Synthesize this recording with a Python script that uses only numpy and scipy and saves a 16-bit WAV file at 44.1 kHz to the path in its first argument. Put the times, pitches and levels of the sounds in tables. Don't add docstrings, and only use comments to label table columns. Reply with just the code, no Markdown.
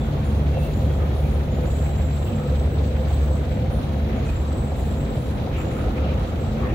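import sys
import numpy as np
from scipy import signal
from scipy.fft import rfft, irfft
from scipy.io import wavfile
from scipy.ndimage import uniform_filter1d

SR = 44100
rng = np.random.default_rng(int(sys.argv[2]) if len(sys.argv) > 2 else 0)


def put_to_file(sound):
    columns = np.atleast_2d(sound).T
    safe = np.clip(columns, -1, 1)
    whole_steps = np.round(safe * 32767)
    wavfile.write(sys.argv[1], SR, whole_steps.astype(np.int16))


def boost(x):
    u = np.asarray(x, float) / 20
    return 10 ** u


N = 297234
TIME = np.arange(N) / SR
HZ = np.fft.rfftfreq(N, 1 / SR)
NEAR_LEAD = 21.3

# time_s, level_db
HALL_LOUDNESS = [(0.0, -0.5), (0.58, 1), (0.7, 0.84), (2.1, -0.2), (4.3, 0.2), (4.5, 0.34), (5.5, 0),
                 (5.62, 1), (6.74, 1.4)]
# freq_hz, density_db
RUMBLE_COLOUR = [(25, -42), (38, -16), (52, 1), (65, -1), (100, -2), (170, -10), (260, -12), (310, -15.5),
                 (450, -17.5), (520, -15), (600, -20), (800, -22.5), (1000, -35.5), (1500, -62)]
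# freq_hz, density_db
CLATTER_COLOUR = [(530, -34), (900, 0.5), (1120, -2.5), (1230, -2), (1590, -5.5), (2500, -8.5), (2860, -10),
                  (3910, -12.5), (5100, -21), (6640, -22), (8450, -31), (13200, -33.5), (15100, -25),
                  (16000, -30)]
# time_s, pitch_hz, level_db
FAR_SQUEAK = [(.525, 2710, -70), (.54, 2690, -53), (.575, 2745, -51), (.59, 2620, -51), (.622, 2620, -51),
              (.634, 2740, -48), (.65, 2720, -58), (.68, 2700, -54), (.73, 2680, -75)]
# start_s, pitch_hz, width_hz, level_db, t60_s
SQUEAKS = [(0.0, 7550, 300, -60, .29), (.22, 7080, 150, -65, .5), (.61, 15200, 900, -60, .4),
           (.71, 7130, 250, -61, .6), (.76, 14200, 500, -66, .4), (.92, 7500, 300, -65, .4),
           (1.27, 7050, 250, -63, .33), (1.495, 7000, 200, -63, .6), (1.64, 7050, 100, -58, .62),
           (1.74, 6780, 150, -64, .46), (2.11, 7740, 200, -61, .8), (1.18, 12200, 900, -67, .6),
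           (3.06, 6700, 350, -66, .6), (3.18, 6550, 300, -65, .4), (3.31, 6750, 350, -67, .5),
           (2.82, 6850, 300, -68, .5), (4.08, 5700, 250, -66, .2), (4.13, 6700, 600, -68, .9),
           (4.24, 5950, 250, -67, .3), (4.295, 8450, 100, -68, .15), (4.24, 8420, 100, -64, .2),
           (4.24, 7170, 300, -62, .35), (4.54, 8030, 250, -61, .8), (4.63, 7450, 350, -65, 1.0),
           (4.76, 7080, 200, -64, .55), (4.94, 7000, 300, -66, .5), (5.2, 11200, 1200, -67, .68),
           (5.55, 7380, 400, -60, .95), (5.57, 14500, 900, -66, .4), (.24, 9900, 250, -67, .5),
           (6.26, 7480, 120, -66, .3), (6.355, 7500, 100, -70, .15), (3.1, 8130, 150, -66, .5),
           (5.6, 6950, 300, -65, .9)]
# start_s, pitch_hz,
# width_hz, level_db, t60_s
KNOCKS = [(.02, 1470, 200, -57, 0.34), (.13, 1094, 150, -49, 0.39), (.78, 3265, 40, -65, 3),
          (1.85, 3920, 40, -62, 1.1), (0.0, 3500, 200, -57.5, 0.43), (1.22, 2410, 300, -56.5, .6),
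          (.98, 1220, 120, -52, 0.58), (2.37, 1290, 151, -51, 0.62), (4.07, 2020, 700, -51.5, 0.57),
          (4.28, 2500, 200, -52, 0.3), (5.52, 2400, 900, -48.5, 0.55), (5.6, 1275, 200, -54, 3.7),
          (5.94, 2080, 1210, -53, 0.69), (6.03, 2650, 900, -54, 0.42), (6.07, 2300, 1000, -50.5, 0.4),
          (5.3, 52, 20, -38, 1.5), (5.57, 1250, 200, -50, .3), (5.77, 1380, 200, -52, .35),
          (2.24, 2600, 1400, -54, .8), (6.62, 1830, 300, -50.5, 0.88), (5.93, 1290, 500, -59, 2.1),
          (6.6, 1150, 300, -46, 0.64), (6.67, 2600, 395, -53, .6)]
# start_s, peak_db
CHAIN_LINKS = [(1.193, -23), (1.356, -21), (1.673, -27), (1.736, -24), (1.998, -24), (2.163, -29),
               (3.112, -22), (3.227, -23), (3.37, -35), (3.506, -26), (3.574, -19), (.571, -19),
               (5.67, -28), (5.883, -19), (6.062, -18.5), (6.091, -21.5), (3.745, -24), (4.718, -22.5),
               (4.916, -23), (5.177, -20), (5.258, -25), (5.473, -20.5)]
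# start_s, peak_db
TICKS = [
    (0.9734, -54),
    (1.2704, -49),
    (5.8933, -45),
]
# pitch_hz, level_db, t60_s
TICK_MODES = [(6600, -1, .008), (9200, -5, .006), (11700, -1, .008)]
# pitch_hz, width_hz, level_db
WHINE_LINES = [(510, 34, -44), (656, 21, -50), (840, 29, -60), (3020, 40, -71), (3272, 30, -63),
               (3625, 32, -66), (3905, 82, -62)]
# time_s, level_db
PANEL_LOAD = [(0.0, -47), (0.49, -43), (0.58, -32.5), (0.69, -47), (0.86, -36.5), (1.24, -42.5),
              (1.69, -36), (1.73, -48), (2.53, -36), (2.57, -47), (3.02, -35), (3.04, -40), (4.17, -37.5),
              (4.18, -45), (5.89, -38.5), (5.95, -48), (5.97, -37), (6.74, -42)]
# start_s, length_s, chirp_db, chirp_hz, hiss_db
RUBS = [(0.232, 0.054, -57, 9250, -66), (0.573, .07, -56.5, 9140, -60), (.74, 0.064, -66, 9250, -65),
        (0.917, .03, -66, 9500, -66), (1.14, .05, -56.5, 9850, -62), (1.277, .05, -61, 9300, -65),
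        (1.537, 0.026, -71, 9500, -64), (1.62, .03, -68, 9560, -62), (1.78, .05, -67, 9420, -69),
        (1.93, .03, -72, 9550, -66), (2.14, .07, -64, 9300, -66), (2.62, 0.037, -67, 9850, -75),
        (3.0, 0.12, -69, 9400, -68), (3.7, 0.08, -56.5, 9700, -65), (4.1, .03, -70, 9350, -69),
        (4.238, 0.067, -61, 9310, -69), (4.75, 0.11, -61, 9450, -62), (5.14, .05, -59.5, 9580, -66),
        (5.26, 0.065, -62, 9600, -71), (5.56, .05, -70, 9620, -64), (5.7, .09, -59, 9560, -64),
        (6.17, .04, -68, 9160, -72)]
# time_s, pitch_hz, level_db, looseness (0-1)
SQUEAL_BOUTS = [
    [(1.665, 7830, -49, 0.6), (1.78, 7670, -45, 0.73), (1.9, 7600, -49.5, 0.9), (2.05, 7450, -45.5, .8),
     (2.2, 7420, -50, 1), (2.33, 7680, -50, 0.27), (2.58, 7770, -52, 0.1), (3.33, 7780, -51, 0.01),
     (3.7, 7650, -65, .05)],
    [(4.25, 7270, -62, 0.53), (4.31, 7500, -57, 0.92), (4.43, 7520, -60, 0.67), (4.475, 7790, -55, 0.2),
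     (4.54, 7670, -55, 0.1), (4.61, 7830, -56, 0.1), (4.68, 7680, -56, 0.14), (5.2, 7740, -52, .12),
     (5.45, 7480, -72, .1)],
    [(6.39, 7680, -64, .02), (6.42, 7650, -58, 0.02), (6.5, 7690, -58, 0.02), (6.62, 7680, -66, .02)],
]
# tightest_s, turns_per_s, octave_db over the tone, unsteadiness (0 to about 1)
GUIDE_WHEEL = [
    (1.812, 7.6, -10.5, .8),
    (4.925, 8.9, -10, 1.05),
    (6.44, 3.5, -17, .2),
]
# start_s, hold_s, tone_db, octave_db
CATCHES = [(1.668, .02, -52, -66), (1.845, .015, -54, -58), (2.095, .04, -63, -59), (2.24, 0.044, -56, -54),
           (2.345, .015, -54, -61), (2.425, .05, -55, -61), (2.546, 0.048, -52, -61),
           (2.688, .05, -56, -57), (2.83, .035, -56, -60), (2.961, .04, -57, -58),
           (3.077, 0.073, -54.5, -58), (3.207, 0.045, -55, -55), (3.307, 0.042, -50.5, -61),
           (3.445, .02, -59, -72), (3.502, .06, -58.5, -72), (4.245, .015, -60, -63),
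           (4.295, .02, -58, -64), (4.35, .015, -54, -72), (4.393, .015, -57, -72), (4.47, .06, -54, -68),
           (4.55, 0.11, -56, -63), (4.735, .06, -55, -61), (4.845, .035, -55, -58), (4.9, .02, -51.5, -62),
           (4.975, 0.06, -56, -61), (5.089, .075, -57.5, -62), (5.24, .015, -53.5, -65),
           (6.393, 0.036, -55, -74), (6.452, .026, -58, -74), (6.503, .016, -57, -74)]
# time_s, level_db of the first order
DRIVE_LOAD = [(0.0, -36), (0.49, -20), (0.64, -27.5), (1.37, -21.5), (1.57, -26.5), (1.74, -23),
              (2.21, -26.5), (2.38, -41), (2.55, -21), (3.06, -25.5), (3.25, -17.5), (3.45, -27),
              (3.95, -27.5), (4.15, -23.5), (4.95, -34), (5.72, -34), (5.95, -26), (6.4, -32)]
# order, start_db, loss_db_per_s, share of first order's swings, own_swing_db
UPPER_ORDERS = [
    (2, -30, 1.5, .1, 2.5),
    (3, -39, 0.56, -.7, 4.0),
]


def rms_one(x):
    return x / np.sqrt(np.mean(np.abs(x) ** 2) + 1e-20)


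def in_time(rows):
    s, *columns = np.transpose(rows)
    return [np.interp(TIME, s, c) for c in columns]


def drift(rate_hz):
    step = 40
    r = np.exp(-2 * np.pi * rate_hz * step / SR)
    noise = rng.standard_normal(N // step + 2002)
    slow = signal.lfilter([1], [1, -2 * r, r * r], noise)[2000:]
    return np.interp(np.arange(N) / step, np.arange(len(slow)), rms_one(slow))


def swell(s, rise, hold, t60):
    age = np.maximum(TIME - s, 0)
    attack = np.sin(np.pi / 2 * np.minimum(age / rise, 1)) ** 2
    return attack * boost(-60 * np.maximum(age - rise - hold, 0) / t60)


def grains(per_s, spread_db):
    hits = (rng.random(N) < per_s / SR) * boost(spread_db * np.minimum(rng.exponential(1, N), 3))
    r = np.exp(-1 / (0.012 * SR))
    return signal.lfilter([1], [1, -r], hits)


def diffuse(direct, lead):
    port_gap_m, mismatch_db = 0.17, -28
    a, b, c = rfft(rng.standard_normal((3, N)))
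    alike = np.sinc(2 * HZ * port_gap_m / 343) * (1 - boost(2 * mismatch_db + 14.5))
    around = np.array([a, alike * a + np.sqrt(1 - alike ** 2) * b])
    share = np.clip(direct, 0, 1)
    both = np.sqrt(1 - share) * around + np.sqrt(share) * c
    both[1] *= np.exp(-2j * np.pi * HZ * lead / SR)
    return both


def roar(spectrum, patchy_db, shared, direct, lead):
    points = np.array(spectrum)
    octave, point_octave = np.log2(HZ + 1e-9), np.log2(points[:, 0])
    colour = boost(np.interp(octave, point_octave, points[:, 1], -120, -120))
    field, together, out = diffuse(direct, lead) * colour, drift(15.0), 0
    for centre in np.arange(point_octave[0], point_octave[-1] + 1):
        band = np.cos(np.pi / 2 * np.clip(octave - centre, -1, 1)) ** 2
        swing_db = patchy_db * (shared * together + drift(3.9) + 1.6 * drift(55))
        out = out + irfft(field * band, N) * boost(swing_db)
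    return rms_one(out)


def narrow(hz, width_hz, field):
    return rms_one(irfft(field / (1 + (2 * (HZ - hz) / width_hz) ** 2), N))


def wavering(pitch_hz, width_hz):
    turn = 2 * np.pi * np.cumsum(pitch_hz) / SR
    return np.array([drift(width_hz) * np.cos(turn) + drift(width_hz) * np.sin(turn) for port in range(2)])


def hall(x, t60):
    t = np.arange(int(1.2 * SR)) / SR
    tail = rng.standard_normal((2, len(t))) * boost(-60 * t / t60) * (t > .012)
    tail = tail / np.sqrt(np.sum(tail ** 2, 1, keepdims=True))
    return signal.fftconvolve(x[None], tail, axes=1)[:, :N]


def rumble(hall_db):
    return boost(hall_db - 24) * roar(RUMBLE_COLOUR, patchy_db=0.84, shared=0.45, direct=0.11, lead=2.4)


def clatter(hall_db):
    wash = roar(CLATTER_COLOUR, patchy_db=1.0, shared=0.29, direct=0.14, lead=NEAR_LEAD)
    return boost(hall_db - 42) * wash


def far_squeak():
    pitch_hz, level_db = in_time(FAR_SQUEAK)
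    sounding = (TIME > FAR_SQUEAK[0][0]) * (TIME < FAR_SQUEAK[-1][0])
    tone = sounding * boost(level_db + 3) * np.sin(2 * np.pi * np.cumsum(pitch_hz) / SR)
    return np.array([tone, np.roll(tone, 17)]) + boost(-2) * hall(tone, t60=.6)


def squeaks_and_knocks():
    rise_share = 0.054
    air, out = irfft(diffuse(direct=0.08, lead=NEAR_LEAD), N), np.zeros((2, N))
    for s, hz, width_hz, level_db, t60 in SQUEAKS + KNOCKS:
        span = slice(int(s * SR), int((s + 1.2 * t60) * SR))
        r = np.exp(-np.pi * width_hz / SR)
        resonance = [0.98, 0, -0.96, 1, -2 * r * np.cos(2 * np.pi * hz / SR), r * r]
        band = signal.sosfilt(2 * [resonance], air[:, span])
        out[:, span] += boost(level_db + 8.0) * swell(s, rise_share * t60, 0, t60)[span] * rms_one(band)
    return out * boost(2.0 * drift(45) - .4)


def chain():
    rung = np.zeros(N)
    pitches_hz = rng.uniform(513, 739, len(CHAIN_LINKS))
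    for (s, peak_db), hz in zip(CHAIN_LINKS, pitches_hz):
        age = np.maximum(TIME - s, 0)
        rung += boost(peak_db - 3) * np.exp(-age / .006) * np.sin(2 * np.pi * hz * age)
    return np.array([rung, np.roll(rung, 6)]) + boost(-17.0) * hall(rung, t60=0.2)


def ticks():
    click = np.zeros(N)
    for s, peak_db in TICKS:
        age = np.maximum(TIME - s, 0)
        for hz, level_db, t60 in TICK_MODES:
            click += boost(peak_db + level_db - 60 * age / t60) * np.sin(2 * np.pi * hz * age)
    return click * boost(np.array([[-2.5], [2.5]]))


def whine():
    field = diffuse(direct=0.3, lead=7.5)
    panel_db, = in_time(PANEL_LOAD)
    lines = []
    for hz, width_hz, level_db in WHINE_LINES:
        sway_db = drift(1.07) + drift(3.2)
        lines.append(boost(level_db + sway_db) * narrow(hz, width_hz, field))
    return sum(lines[1:]) + lines[0] * boost(1.8 * (panel_db - panel_db.mean()))


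def rollers():
    attack_s, chirp_t60_s, hiss_t60_s = 0.015, 0.5, 1.3
    starts, pitches_hz = np.array(RUBS)[:, [0, 3]].T
    pitch_hz = pitches_hz[np.maximum(np.searchsorted(starts, TIME) - 1, 0)]
    chirp_power = boost(-75.5) ** 2
    hiss_power = boost(-64 - 0.6 * TIME) ** 2
    for s, length, chirp_db, hz, hiss_db in RUBS:
        chirp_power = chirp_power + (boost(chirp_db) * swell(s, attack_s, length, chirp_t60_s)) ** 2
        hiss_power = hiss_power + (boost(hiss_db) * swell(s, attack_s, length, hiss_t60_s)) ** 2
    scattered_hz = pitch_hz + .25 * (pitch_hz - 9000) * drift(88.4)
    chirp = boost(-0.5) * np.sqrt(chirp_power) * wavering(scattered_hz, width_hz=94)
    hiss = roar([(4500, -20), (6500, 2), (9000, -3.0), (12000, 2.0), (16000, 0)],
                patchy_db=0.5, shared=1.5, direct=0.089, lead=NEAR_LEAD)
    grit = 1 + .12 * grains(per_s=40, spread_db=3.5)
    return chirp + boost(3) * np.sqrt(hiss_power) * hiss * grit


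def squeal():
    swing_hz, scatter_hz, wander_hz = 248, 55, 29.8
    slack_db, slack_octave_db = -10.5, -20
    tone_flare, octave_flare, scoop_hz = 0, 0, 0
    for s, hold, tone_db, high_db in CATCHES:
        catch = swell(s, .008, hold, .07)
        tone_flare = tone_flare + boost(tone_db) * catch
        octave_flare = octave_flare + boost(high_db) * catch
        scoop_hz = scoop_hz + 90 * (TIME > s) * np.exp(-np.abs(TIME - s) / .018)
    dry = np.zeros((2, N))
    for rows, (grip_s, turns_per_s, octave_db, unsteady) in zip(SQUEAL_BOUTS, GUIDE_WHEEL):
        pitch_hz, level_db, loose = in_time(rows)
        loose = np.clip(loose, 0, 1)
        wheel = 2 * np.pi * turns_per_s * (TIME - grip_s)
        start, end = rows[0][0], rows[-1][0]
        gate = np.interp(TIME, [start - .004, start + .004, end - .004, end + .004], [0, 1, 1, 0])
        scatter = scatter_hz * (1.5 - .7 * loose) * drift(134)
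        stray_hz = scatter + wander_hz * drift(15) - scoop_hz
        pitch_hz = pitch_hz - swing_hz * loose * np.cos(wheel) + unsteady * stray_hz
        turn = 2 * np.pi * np.cumsum(pitch_hz) / SR
        flutter = gate * boost(4 * unsteady * drift(60) - 1.5)
        tone = np.hypot(boost(level_db - 3.5 + slack_db * (1 - loose)), tone_flare)
        octave = np.hypot(boost(level_db + octave_db + slack_octave_db * (1 - loose)), octave_flare)
        halo = unsteady * boost(-12) * wavering(pitch_hz, width_hz=510)[0]
        dry[0] += flutter * tone * (np.sin(turn) + halo)
        dry[1] += flutter * octave * np.sin(2 * turn)
    rail = dry.sum(0)
    near = np.array([rail, np.roll(rail, 23)])
    return near + hall(dry[0], t60=.4) + boost(-3.5) * hall(dry[1], t60=.15)


def drive():
    mesh_hz = 72.07
    first_db, = in_time(DRIVE_LOAD)
    swings_db = uniform_filter1d(first_db - first_db.mean(), size=SR // 2)
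    levels_db = [first_db]
    for order, start_db, loss_db, share, own_db in UPPER_ORDERS:
        levels_db.append(start_db - loss_db * TIME + share * swings_db + own_db * drift(5.3))
    hum = 0
    for order, level_db in enumerate(levels_db, 1):
        turn = 2 * np.pi * mesh_hz * order * TIME + 0.73 * order * drift(1.3)
        hum = hum + np.sqrt(2) * boost(level_db + 0.5) * np.sin(turn)
    return np.array([hum, np.interp(TIME - 9 / SR, TIME, hum)])


def scene():
    hall_db, = in_time(HALL_LOUDNESS)
    background = rumble(hall_db) + clatter(hall_db) + far_squeak() + squeaks_and_knocks()
    machine = chain() + ticks() + whine() + rollers() + squeal() + drive()
    return background + machine


def roll_off(x):
    return signal.sosfilt(signal.butter(12, 17090, fs=SR, output="sos"), x)


def record(dry):
    cut = irfft(rfft(dry) * (HZ < 15790), N)
    return roll_off(cut)


dry = scene()
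out = record(dry)
put_to_file(out)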